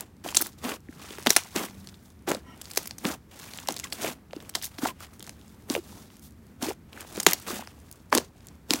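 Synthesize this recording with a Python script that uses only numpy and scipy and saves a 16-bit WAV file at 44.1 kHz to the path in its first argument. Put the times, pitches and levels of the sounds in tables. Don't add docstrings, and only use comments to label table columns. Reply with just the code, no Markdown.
import sys
import numpy as np
from scipy import signal
from scipy.fft import rfft, irfft
from scipy.io import wavfile

SR = 44100
rng = np.random.default_rng(int(sys.argv[2]) if len(sys.argv) > 2 else 0)


def generate_wav(signal):
    frames = np.transpose(np.atleast_2d(signal))
    scaled = np.clip(frames, -1, 1) * 32767
    pcm = np.round(scaled).astype(np.int16)
    wavfile.write(sys.argv[1], SR, pcm)


def undo_db(level):
    steps = np.asarray(level, float) / 20
    return 10 ** steps


N = 388080
STEADY_TOP_HZ = 15850
BLOCK = 64


def rms_one(x):
    return x / np.sqrt(np.mean(x ** 2) + 1e-20)


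def coloured(x, spectrum):
    hz, level_db = np.transpose(spectrum)
    grid_hz = np.arange(N // 2 + 1) * SR / N + 1
    gain = undo_db(np.interp(np.log(grid_hz), np.log(hz), level_db)) * (grid_hz < STEADY_TOP_HZ)
    return rms_one(irfft(rfft(x) * gain, N))


def band(x, low_hz, high_hz):
    edges_hz = [low_hz, min(high_hz, 0.45 * SR)]
    return signal.sosfilt(signal.butter(2, edges_hz, "band", fs=SR, output="sos"), x)


def drift(hz):
    return rms_one(signal.sosfilt(signal.butter(2, hz, fs=SR, output="sos"), rng.standard_normal(N)))


def arch(start_s, end_s):
    return np.sin(np.pi * np.clip((np.arange(N) / SR - start_s) / (end_s - start_s), 0, 1))


def grains(per_s, spread_db):
    sizes = undo_db(spread_db * np.minimum(rng.exponential(1, N), 5)) * rng.choice([-1, 1], N)
    return sizes * (rng.random(N) < per_s / SR)


def ringing(clicks, low_hz, high_hz, cycles):
    dealt, out = rng.integers(0, 10, N), 0
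    for k, hz in enumerate(np.geomspace(low_hz, high_hz, 10)):
        radius, angle = undo_db(-60 * hz / (cycles * SR)), 2 * np.pi * hz / SR
        poles = [1, -2 * radius * np.cos(angle), radius * radius]
        out = out + signal.lfilter([0, np.sin(angle)], poles, clicks * (dealt == k) + 1e-18)
    return rms_one(out)


# freq_hz, density_db [dB per Hz]
HUM_SPECTRUM = [(13, -47.5), (34, -13), (60, 1), (102, 0), (220, 1.5), (592, -19.5), (801, -20),
                (1730, -23.5), (2270, -25.5), (2680, -30), (7390, -35), (15500, -35)]


def hum():
    motor = band(rng.standard_normal(N), 67.5, 94.5)
    sway_db = 1.2 * drift(3)
    floor = undo_db(-53 + sway_db) * coloured(rng.standard_normal(N), HUM_SPECTRUM)
    return floor + undo_db(-58) * rms_one(motor)


def drone():
    t = np.arange(N) / SR
    return undo_db(-48.5) * np.sqrt(arch(1.58, 1.98)) * np.sin(2 * np.pi * 194 * t)


def squeak():
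    noise = rng.standard_normal(N)
    modes_hz = [1000, 1350, 1900, 2200, 2840, 3060, 5600]
    columns = sum(band(noise, 0.98 * hz, 1.02 * hz) * undo_db(-7 * np.log2(hz)) for hz in modes_hz)
    return undo_db(-53) * arch(2.44, 2.57) * rms_one(columns)


# start_s, peak_db, pitch_hz, length_s
NECK_WHISTLES = [(3.836, -33, 2150, 0.006), (3.841, -40, 2030, .015), (3.850, -39.5, 1130, .012),
                 (3.860, -45, 1700, .009), (4.888, -36, 1080, .016), (4.902, -38, 1040, 0.02),
                 (4.858, -35, 750, 0.017), (4.851, -26, 1420, .01), (5.776, -28, 365, 0.028),
                 (5.728, -35, 290, 0.017), (7.272, -29, 185, .03), (7.175, -34, 210, 0.025),
                 (6.666, -28, 310, .02), (7.582, -39, 225, 0.035), (6.697, -29, 415, 0.027),
                 (0.64, -29, 245, .034), (0.715, -33, 300, .016), (7.528, -32, 222, .025),
                 (7.5, -35, 380, .018), (7.563, -39, 240, .016), (8.168, -22, 1050, .008),
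                 (1.276, -28, 200, .02), (0.246, -32, 350, .012), (0.272, -35, 260, .01),
                 (2.478, -44, 260, .035), (3.076, -29, 280, .02), (6.972, -46, 1800, 0.016),
                 (4.843, -33, 290, 0.016)]


def whistles():
    sag, skew = 0.06, 0.59
    out = np.zeros(N)
    for s, level_db, hz, length_s in NECK_WHISTLES:
        t = np.arange(round(length_s * SR)) / SR
        swell = np.sin(np.pi * (t / length_s) ** skew)
        tone = np.sin(2 * np.pi * hz * t * (1 - sag * t / length_s / 2))
        at = round(s * SR)
        out[at:at + len(t)] += undo_db(level_db) * swell * tone
    return out


# start_s, peak_db, ring_hz
HOLLOW_PLOPS = [(0.257, -25.5, 650), (0.4027, -31, 287), (0.403, -25, 1340), (0.416, -30.5, 315),
                (0.886, -33, 256), (0.8822, -40.5, 1750), (1.103, -37, 346), (5.195, -41.5, 307),
                (7.536, -36, 237), (0.922, -42.5, 1500), (1.2655, -19, 230), (1.259, -18, 560),
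                (0.321, -33, 900), (1.181, -34, 380), (1.3005, -22.5, 364), (1.3606, -25, 820),
                (2.7704, -25, 400), (3.458, -42, 955), (3.6826, -20, 760), (4.329, -30, 510),
                (4.3609, -28, 288), (4.629, -31.5, 1800), (4.784, -31, 270), (5.9228, -41.5, 820),
                (6.9708, -33.5, 1430), (7.1722, -25.5, 360), (7.2624, -11, 366), (7.6193, -32, 870),
                (0.635, -40, 1000), (0.649, -31, 257), (1.5555, -21, 300), (1.5645, -26.5, 187),
                (2.2746, -22, 331), (8.1222, -7.5, 1075), (2.3128, -20.5, 450), (2.345, -24.5, 494),
                (3.0501, -18.5, 216), (4.04, -23, 410), (4.829, -20, 249), (4.8528, -15, 755),
                (5.6995, -19, 260), (5.747, -24, 540), (5.7589, -19.5, 450), (5.7738, -27, 362),
                (6.624, -24, 240), (6.6814, -21.5, 344), (6.704, -28, 390), (6.7073, -27, 743),
                (8.124, -17, 445), (8.149, -19, 290), (8.1745, -17, 356), (8.7058, -19.5, 272),
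                (8.738, -22, 265)]


def plops():
    size = 2600
    out, t = np.zeros(N + size), np.arange(size) / SR
    for s, level_db, hz in HOLLOW_PLOPS:
        turns = t / (0.67 / hz + 0.00015)
        swell = turns * np.exp(1 - turns)
        phase = hz * (t + 0.25 / hz * (1 - np.exp(-t * hz / 1.3)))
        at = round((s + 0.004345) * SR)
        out[at:at + size] += undo_db(level_db + 0.5) * swell * np.sin(2 * np.pi * phase)
    return out[:N]


def air(level_db):
    hiss = rfft(band(rng.standard_normal(N), 9000, STEADY_TOP_HZ))
    below_top = np.arange(len(hiss)) * SR / N < STEADY_TOP_HZ
    return undo_db(level_db) * rms_one(irfft(hiss * below_top, N))


def squelch(level_db):
    return undo_db(level_db - 1.0) * ringing(grains(1600, spread_db=3.2), 230, 1400, cycles=6.0)


# freq_hz, density_db [dB per Hz]
FIZZ_SPECTRUM = [(410, -37), (700, -2.5), (1920, -2), (2370, -1.5), (2590, 0.5), (3550, 2.5), (3940, -1.5),
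                 (15000, -15.5), (16000, -7.5)]


def fizz(bright_db, dull_db):
    clumps = undo_db(3.6 * drift(75))
    crackle = rms_one(grains(3000 * clumps, spread_db=2.5)) + 0.42 * rng.standard_normal(N)
    crackle = undo_db(1.8 * drift(40)) * coloured(crackle, FIZZ_SPECTRUM)
    patch_db, split_hz = 2.5, 8130
    coarse = undo_db(patch_db * drift(22)) * band(crackle, 2930, split_hz)
    fine = undo_db(patch_db * drift(52) + 3.0) * band(crackle, split_hz, 23000)
    bright = undo_db(bright_db - 1.0) * rms_one(coarse - fine)
    wet = ringing(grains(500 * clumps, spread_db=4.5), 700, 2800, cycles=14.0)
    return bright + undo_db(dull_db - 2.3) * (rms_one(band(crackle, 900, 3500)) + 0.6 * wet)


def effort(rows, rise_db_per_s, sag_db_per_s, fall_db_per_s):
    start_s, length_s, level_db = np.transpose(rows)[:3, :, None]
    t = np.arange(0, N + BLOCK, BLOCK) / SR - start_s
    held_s = np.clip(t, 0, length_s)
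    dome_db = 14.5 * (held_s / length_s - 0.48) ** 2
    body_db = level_db - sag_db_per_s * held_s - dome_db
    return body_db + rise_db_per_s * np.minimum(t, 0) - fall_db_per_s * np.maximum(t - length_s, 0)


# start_s, length_s, fizz_db, wetness_db, dullness_db
SKIN_PEELS = [(0.64, 0.12, -33.5, 3, 1), (1.558, 0.105, -32.5, 1, -0.5), (3.047, 0.1, -34, 4, -0.5),
              (3.316, 0.044, -60.5, 3.5, 4.5), (4.021, 0.11, -36.5, -0.5, -3.5),
              (4.631, 0.042, -39, -35, -8.5), (5.006, 0.033, -47, -15, 0), (5.698, 0.086, -35, 1, -2.5),
              (6.226, 0.057, -55, -17, -15), (6.621, 0.1, -35, -1, 0), (6.928, 0.068, -60, 9.5, -5.5),
              (7.476, 0.11, -34, -0.5, -1), (8.702, 0.13, -36.5, 1, -1), (0.585, 0.05, -58, -17, -2),
              (4.824, 0.08, -33, 0, 1)]
# start_s, length_s, fizz_db, wetness_db, dullness_db
QUICK_FIZZES = [(-0.02, 0.024, -42, 3, 2.5), (0.244, 0.08, -38.5, 0, 0.5), (0.356, 0.085, -35, -13, -8),
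                (0.446, 0.046, -51, -1.5, -2), (1.262, 0.0088, -34, 8.5, 1),
                (1.303, 0.0069, -23.5, -35, -3.5), (1.37, 0.014, -36, -30, 3),
                (2.274, 0.061, -35.5, 10, 1.5), (2.769, 0.017, -37.5, -7, -3),
                (3.685, 0.019, -39, 5.5, 2.5), (3.839, 0.019, -45, -7, -1),
                (3.923, 0.009, -42.5, -1, -12), (4.043, 0.055, -45, 9.5, 7),
                (4.549, 0.018, -38.5, -3.5, -3), (4.783, 0.012, -47, -5, -10),
                (7.268, 0.05, -28, -5, -0.5), (8.122, 0.067, -33, 9, 0.5)]
# start_s, length_s, fizz_db, wetness_db, dullness_db
KNEAD_STROKES = [(0.917, 0.055, -61.5, -5, -2), (1.016, 0.25, -47.5, -3, 2.5), (1.435, 0.24, -53, -7.5, 0),
                 (1.694, 0.26, -57.5, -5, -1.5), (2.031, 0.087, -62, -7, -6), (2.486, 0.12, -66.5, 10.5, 5),
                 (2.659, 0.25, -49.5, -10, -2), (3.035, 0.018, -49.5, -4, -4), (3.392, 0.27, -46, -6, 0),
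                 (3.76, 0.086, -54, -3.5, 0), (3.994, 0.026, -42.5, -3, 4), (4.362, 0.17, -56, 4.5, 0),
                 (4.716, 0.093, -57, -7, 0), (5.128, 0.025, -58, -6, -2.5), (5.227, 0.1, -57.5, -4, -2),
                 (5.382, 0.29, -63, -2, -3), (5.859, 0.18, -52.5, -0.5, -4),
                 (6.105, 0.08, -61, -14.5, -2.5), (6.338, 0.19, -75, -6, -2.5),
                 (7.046, 0.18, -63, -9.5, -4.5), (7.352, 0.11, -57, -18, 0.5),
                 (7.643, 0.097, -62.5, -2, 0.5), (7.779, 0.26, -63, 1.5, -2.5), (8.363, 0.16, -66, -2, 2.5),
                 (6.99, 0.04, -47.5, -4.5, 4), (7.15, 0.07, -44.5, 2.5, -0.5),
                 (7.446, 0.02, -57, -8.5, -1.5), (5.025, 0.02, -53, -15, 5), (7.6, 0.02, -47, -3.5, 4)]


def knead():
    rest_db, rest_wet_db, rest_dull_db = -79, 10, 1.5
    moves_db = np.vstack([effort(SKIN_PEELS, 1187, 69.5, 898),
                          effort(QUICK_FIZZES, 4000, 54.5, 331),
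                          effort(KNEAD_STROKES, 249, 12, 304.5)])
    steps = moves_db.shape[1]
    moves_db = np.vstack([moves_db, np.full(steps, rest_db)])
    moves = SKIN_PEELS + QUICK_FIZZES + KNEAD_STROKES
    tints_db = [row[-2:] for row in moves] + [(rest_wet_db, rest_dull_db)]
    wet_db, dull_db = np.transpose(tints_db)[:, :, None]
    starts_s = np.array([row[0] for row in moves] + [N / SR])[:, None]
    age_s = np.maximum(np.arange(steps) * BLOCK / SR - starts_s, 0)
    wet_db = wet_db + 4.5 * (np.exp(-age_s / 0.05) - 0.5)
    air_db = -11 - 0.8 * dull_db
    levels = []
    for extra_db in (0, dull_db, wet_db, air_db):
        total = np.sum(undo_db(moves_db + extra_db), axis=0)
        levels.append(np.interp(np.arange(N) / BLOCK, np.arange(steps), 20 * np.log10(total)))
    return levels


# start_s, snap_peak_db, snap_hz, cavity_db
SQUEEZE_BURSTS = [(0.347, -11.5, 5434, -21.5), (0.369, -0.5, 5780, -38), (0.413, -11.5, 11100, -23),
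                  (0.4204, -13, 8590, -18.5), (0.4616, -33, 5076, -25), (1.294, -16, 7400, -31),
                  (1.1838, -40.5, 5430, -24.5) , (1.3639, 3, 5800, -9), (2.615, -25.5, 8000, -37),
                  (2.7115, -25.5, 4640, -51), (2.7599, -25, 8240, -33), (2.7736, -6.5, 6040, -12),
                  (2.857, -27.5, 7430, -31), (2.8731, -23.5, 9640, -44), (2.9832, -28, 7540, -37),
                  (3.7651, -23, 3800, -39), (3.841, -21, 5450, -49), (3.9244, -16.5, 4700, -27),
                  (4.4939, -24.5, 7620, -35.5), (4.552, -9.5, 4800, -27.5), (4.6246, -21.5, 9780, -38),
                  (4.6428, -18.5, 7130, -52), (4.7847, -29, 3960, -24.5), (4.8532, -23.5, 4790, -18),
                  (6.6252, -15.5, 5300, -41), (7.2005, -11.5, 6700, -24.5), (7.2308, -18, 8840, -31),
                  (7.2651, 3, 6300, 2), (7.2748, -15.5, 5490, -44)]
# start_s, snap_peak_db, snap_hz, cavity_db
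LIFT_BURSTS = [(8.7355, -2, 5500, -14), (0.2884, -21, 3040, -48),
               (1.3047, 5, 6970, -10) , (1.2628, -13.5, 6270, -10), (1.27, -3.5, 3655, -5),
               (1.5617, -9.5, 4720, -47.5), (1.5648, -26, 5310, -16), (1.5722, -22, 3590, -40),
               (2.278, -39.5, 3800, -19.5), (2.3039, -19, 7680, -47), (2.316, -14, 6400, -12),
               (2.348, -20, 4800, -46), (2.9096, -20, 4500, -32), (3.0522, -13, 3300, -15),
               (3.5868, -25.5, 3380, -29), (3.6863, -10.5, 3890, -18), (4.0465, -21, 2500, -21),
               (4.332, -30.5, 3980, -29.5), (5.2747, -35, 8000, -30), (5.294, -21.5, 6260, -33),
               (5.7, -14, 5530, -34.5), (5.751, -14.5, 2790, -16), (7.1758, -37.5, 3000, -24.5),
               (7.3218, -17, 2100, -30), (7.3332, -1.5, 8000, -19), (7.467, -34, 5630, -27),
               (7.6734, -31.5, 5360, -27.5), (8.1275, -9, 4460, -4.5), (8.1503, -4, 6620, -10.5),
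               (8.182, -9.5, 6210, -12), (8.707, -7, 4600, -46)]


def pushes():
    start_s, _, _, cavity_db = np.transpose(SQUEEZE_BURSTS + LIFT_BURSTS)
    clicks = np.zeros(N)
    np.add.at(clicks, ((start_s + 0.00035) * SR).astype(int), undo_db(cavity_db + 20.5))
    return band(clicks + 1e-18, 580, 2000)


# start_s, peak_db,
# centre_hz
SMALL_TICKS = [(0.0079, -17, 9150), (0.3161, -29, 6940), (0.4683, -21, 9200), (0.6493, -22, 3380),
               (1.1063, -25, 3370), (0.3652, -13.5, 4890), (1.3319, -17.5, 11000), (1.8724, -26, 4800),
               (1.8887, -31.5, 5300), (2.6555, -30, 5060), (2.682, -39.5, 5600), (2.8308, -28, 9840),
               (3.536, -22, 4500), (3.5746, -25.5, 7650), (3.707, -19, 5540), (3.7231, -22.5, 8350),
               (3.7913, -21, 6660), (3.7985, -18.5, 6450), (4.3636, -31.5, 4960), (5.0046, -32, 8150),
               (5.1953, -33.5, 7230), (5.2265, -26, 6440), (6.195, -40, 9240), (7.0081, -28.5, 9040),
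               (7.3109, -12, 7530), (7.4247, -34.5, 7900), (7.9137, -30, 10300), (7.926, -30.5, 11230),
               (8.1764, -5.5, 6270), (8.4699, -31, 9000),
               (0.9961, -38.5, 4520), (1.3029, -14.5, 4180), (5.4136, -41.5, 3540), (1.9428, -38.5, 3710),
                (2.7351, -26.5, 7900), (3.3149, -41, 3070), (3.4138, -34, 4200), (3.6737, -20.5, 5760),
                (3.742, -27.5, 6200), (3.784, -31.5, 6750), (4.3091, -38, 2900), (4.403, -30.5, 3420),
                (5.2055, -30, 3400), (6.168, -36, 6400), (6.9304, -32, 3070), (7.3988, -32, 10660),
                (8.156, -18.5, 5850), (8.1681, -21, 4900), (8.4854, -33, 5980),
               (0.1672, -49, 6700), (0.2661, -31, 5800), (0.2785, -28, 7700), (0.3069, -27, 7100),
                (0.3248, -32, 2400), (0.3398, -37, 5100), (0.3541, -15, 9000), (0.3951, -27, 3200),
                (0.523, -45, 5600), (0.5311, -42, 6400), (0.5862, -44, 7900), (0.8049, -46, 7400),
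                (1.1366, -33, 2600), (1.1758, -37, 2400), (1.1952, -32, 6300), (1.2052, -35, 10900),
                (1.2167, -35, 5900), (1.2263, -29, 6700), (1.2335, -32, 6000), (1.2536, -32, 8200),
                (1.2752, -17, 6100), (1.373, -13, 6300), (1.436, -29.5, 6600), (1.448, -37, 7000),
                (1.71, -41, 5800), (1.8005, -41, 8500), (1.8942, -37, 4900), (2.1029, -43, 6100),
                (2.1921, -50.5, 5400), (2.2229, -49, 7300), (2.5618, -47, 8500), (2.5762, -44, 8400),
                (2.6995, -37, 7600), (2.7031, -33, 10900), (2.7151, -27, 8100), (2.75, -29.5, 8000),
                (2.8391, -40, 7400), (3.1158, -27, 6900), (3.1401, -29, 6000), (3.3912, -34.5, 7500),
                (3.4624, -37, 5300), (3.6002, -30.5, 7900), (3.6296, -35, 6000), (3.774, -29, 5000),
                (3.8088, -38.5, 2900), (3.8709, -32, 2600), (3.9023, -38, 8200), (3.9316, -22, 7800),
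               (4.4244, -38.5, 9300), (4.5395, -34, 3200), (4.6157, -29, 3400), (4.6365, -23.5, 5100),
                (4.6495, -25, 8700), (4.6543, -20.5, 8700), (4.6618, -24, 9700), (5.0468, -32, 5000),
                (5.1368, -45, 6700), (5.1524, -49, 9100), (5.2147, -44, 7100), (5.2422, -38, 6200),
                (5.2459, -39, 7200), (5.2668, -32, 5900), (5.279, -36, 6300), (5.4805, -44, 7400),
                (5.6015, -48, 2000), (5.6225, -44.5, 6400), (5.7174, -23, 8100), (5.761, -25.5, 3000),
                (6.0576, -45.5, 3700), (6.1028, -41.5, 3000), (6.1369, -46.5, 9300), (6.1554, -42, 5400),
                (6.3078, -44.5, 8400), (6.322, -48, 8100), (6.4673, -44, 7000), (6.6665, -24, 4500),
                (6.684, -28.5, 3000), (6.7004, -29, 5300), (6.7061, -28.5, 2500), (6.7308, -38, 8000),
                (7.0746, -39, 9700), (7.0953, -41, 10800), (7.1259, -34, 9600), (7.1603, -27.5, 4500),
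                (7.248, -33, 9100), (7.2512, -32, 11400), (7.4022, -35.5, 8600), (7.65, -41, 5100),
                (7.688, -44, 5600), (7.7896, -44, 8400), (7.8017, -44, 7600), (7.8843, -50, 2200),
                (7.9577, -42.5, 8100), (8.0982, -46, 11100), (8.1032, -44.5, 6400), (8.1713, -18.5, 3700),
                (8.1988, -27.5, 6600), (8.4067, -43, 4500), (8.4571, -48, 8700), (8.5542, -49, 6800),
                (8.747, -19.5, 3900), (8.7576, -21.5, 5900)]
# start_s, peak_db, centre_hz
SQUEEZE_TWINS = [
    (7.2656, -1, 3300),
    (4.551, -16, 1800),
    (1.3639, -9.5, 1800),
    (2.7737, -13, 13000),
]
# start_s, peak_db,
# centre_hz
FURTHER_SNAPS = [(8.7358, -8, 8800), (8.707, -5.5, 5900), (3.765, -23.5, 9000), (1.1848, -29.5, 8500),
                 (5.2266, -29, 12000), (3.6862, -17, 9000), (2.6148, -29, 3500), (7.2005, -21, 3200),
                 (1.27, -10, 6900), (8.1506, -10.5, 12500), (2.874, -23.5, 5000), (0.2406, -33, 6000),
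                 (1.685, -35, 2200), (4.027, -27, 1700)]


def tears():
    squeeze_echo_db, lift_echo_db, tick_echo_db = -0.5, -18.5, -17
    groups = [(SQUEEZE_BURSTS, squeeze_echo_db), (LIFT_BURSTS, lift_echo_db),
              (SMALL_TICKS, tick_echo_db),
              (SQUEEZE_TWINS, squeeze_echo_db), (FURTHER_SNAPS, lift_echo_db)]
    out = []
    for rows, echo_db in groups:
        for s, level_db, hz, *_ in rows:
            out.append((s, level_db, hz))
            out.append((s + 0.0029, level_db + echo_db, hz * 1.15))
            out.append((s + 0.0086, level_db - 22.5, hz))
    return out


def snaps():
    size = 256
    out, t = np.zeros(N + size), np.arange(size) / SR
    edge = 0.45 * np.array([1, -0.7])
    noises = np.repeat(rng.standard_normal((250, size)), 3, axis=0)
    for (s, snap_db, hz), noise in zip(tears(), noises):
        ring = np.sin(2 * np.pi * hz * t) * undo_db(-60 * t * hz / 10.0)
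        spit = 0.63 * band(noise, 0.5 * hz, 1.72 * hz) * undo_db(-60 * t / 0.0079)
        at = round(s * SR)
        out[at:at + size] += undo_db(snap_db + 1.5) * (ring + spit)
        out[at:at + 2] += undo_db(snap_db) * edge
    return out[:N]


def room(x):
    dull_t60_s, hard_t60_s = 0.045, 0.19
    t = np.arange(round(0.3 * SR)) / SR
    dull, hard = rng.standard_normal((2, len(t))) * np.minimum(t / 0.0018, 1)
    tail = undo_db(-39 - 60 * t / dull_t60_s) * band(dull, 270, 4200)
    tail = tail + undo_db(-43 - 60 * t / hard_t60_s) * band(hard, 2500, 7500)
    return signal.fftconvolve(x, tail)[:N]


def soft_mass(x):
    lag_hz, low_cut_hz = 450, 192
    c = np.tan(np.pi * lag_hz / SR)
    a = (c - 1) / (c + 1)
    delayed = signal.sosfilt([[a, 1, 0, 1, a, 0]] * 8, x)
    return signal.sosfilt(signal.butter(3, low_cut_hz, "high", fs=SR, output="sos"), delayed)


def scene():
    bright_db, dull_db, squelch_db, air_db = knead()
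    bursts = snaps() + pushes()
    slime = bursts + room(bursts) + fizz(bright_db, dull_db) + squelch(squelch_db)
    hollows = plops() + whistles() + squeak()
    background = hum() + drone()
    return (soft_mass(slime) + hollows + air(air_db) + background)[None]


def low_pass(x):
    return signal.sosfilt(signal.butter(12, 16430, fs=SR, output="sos"), x)


def record(dry):
    mix = np.clip(dry, -1, 1)
    return low_pass(mix)


dry = scene()
out = record(dry)
generate_wav(out)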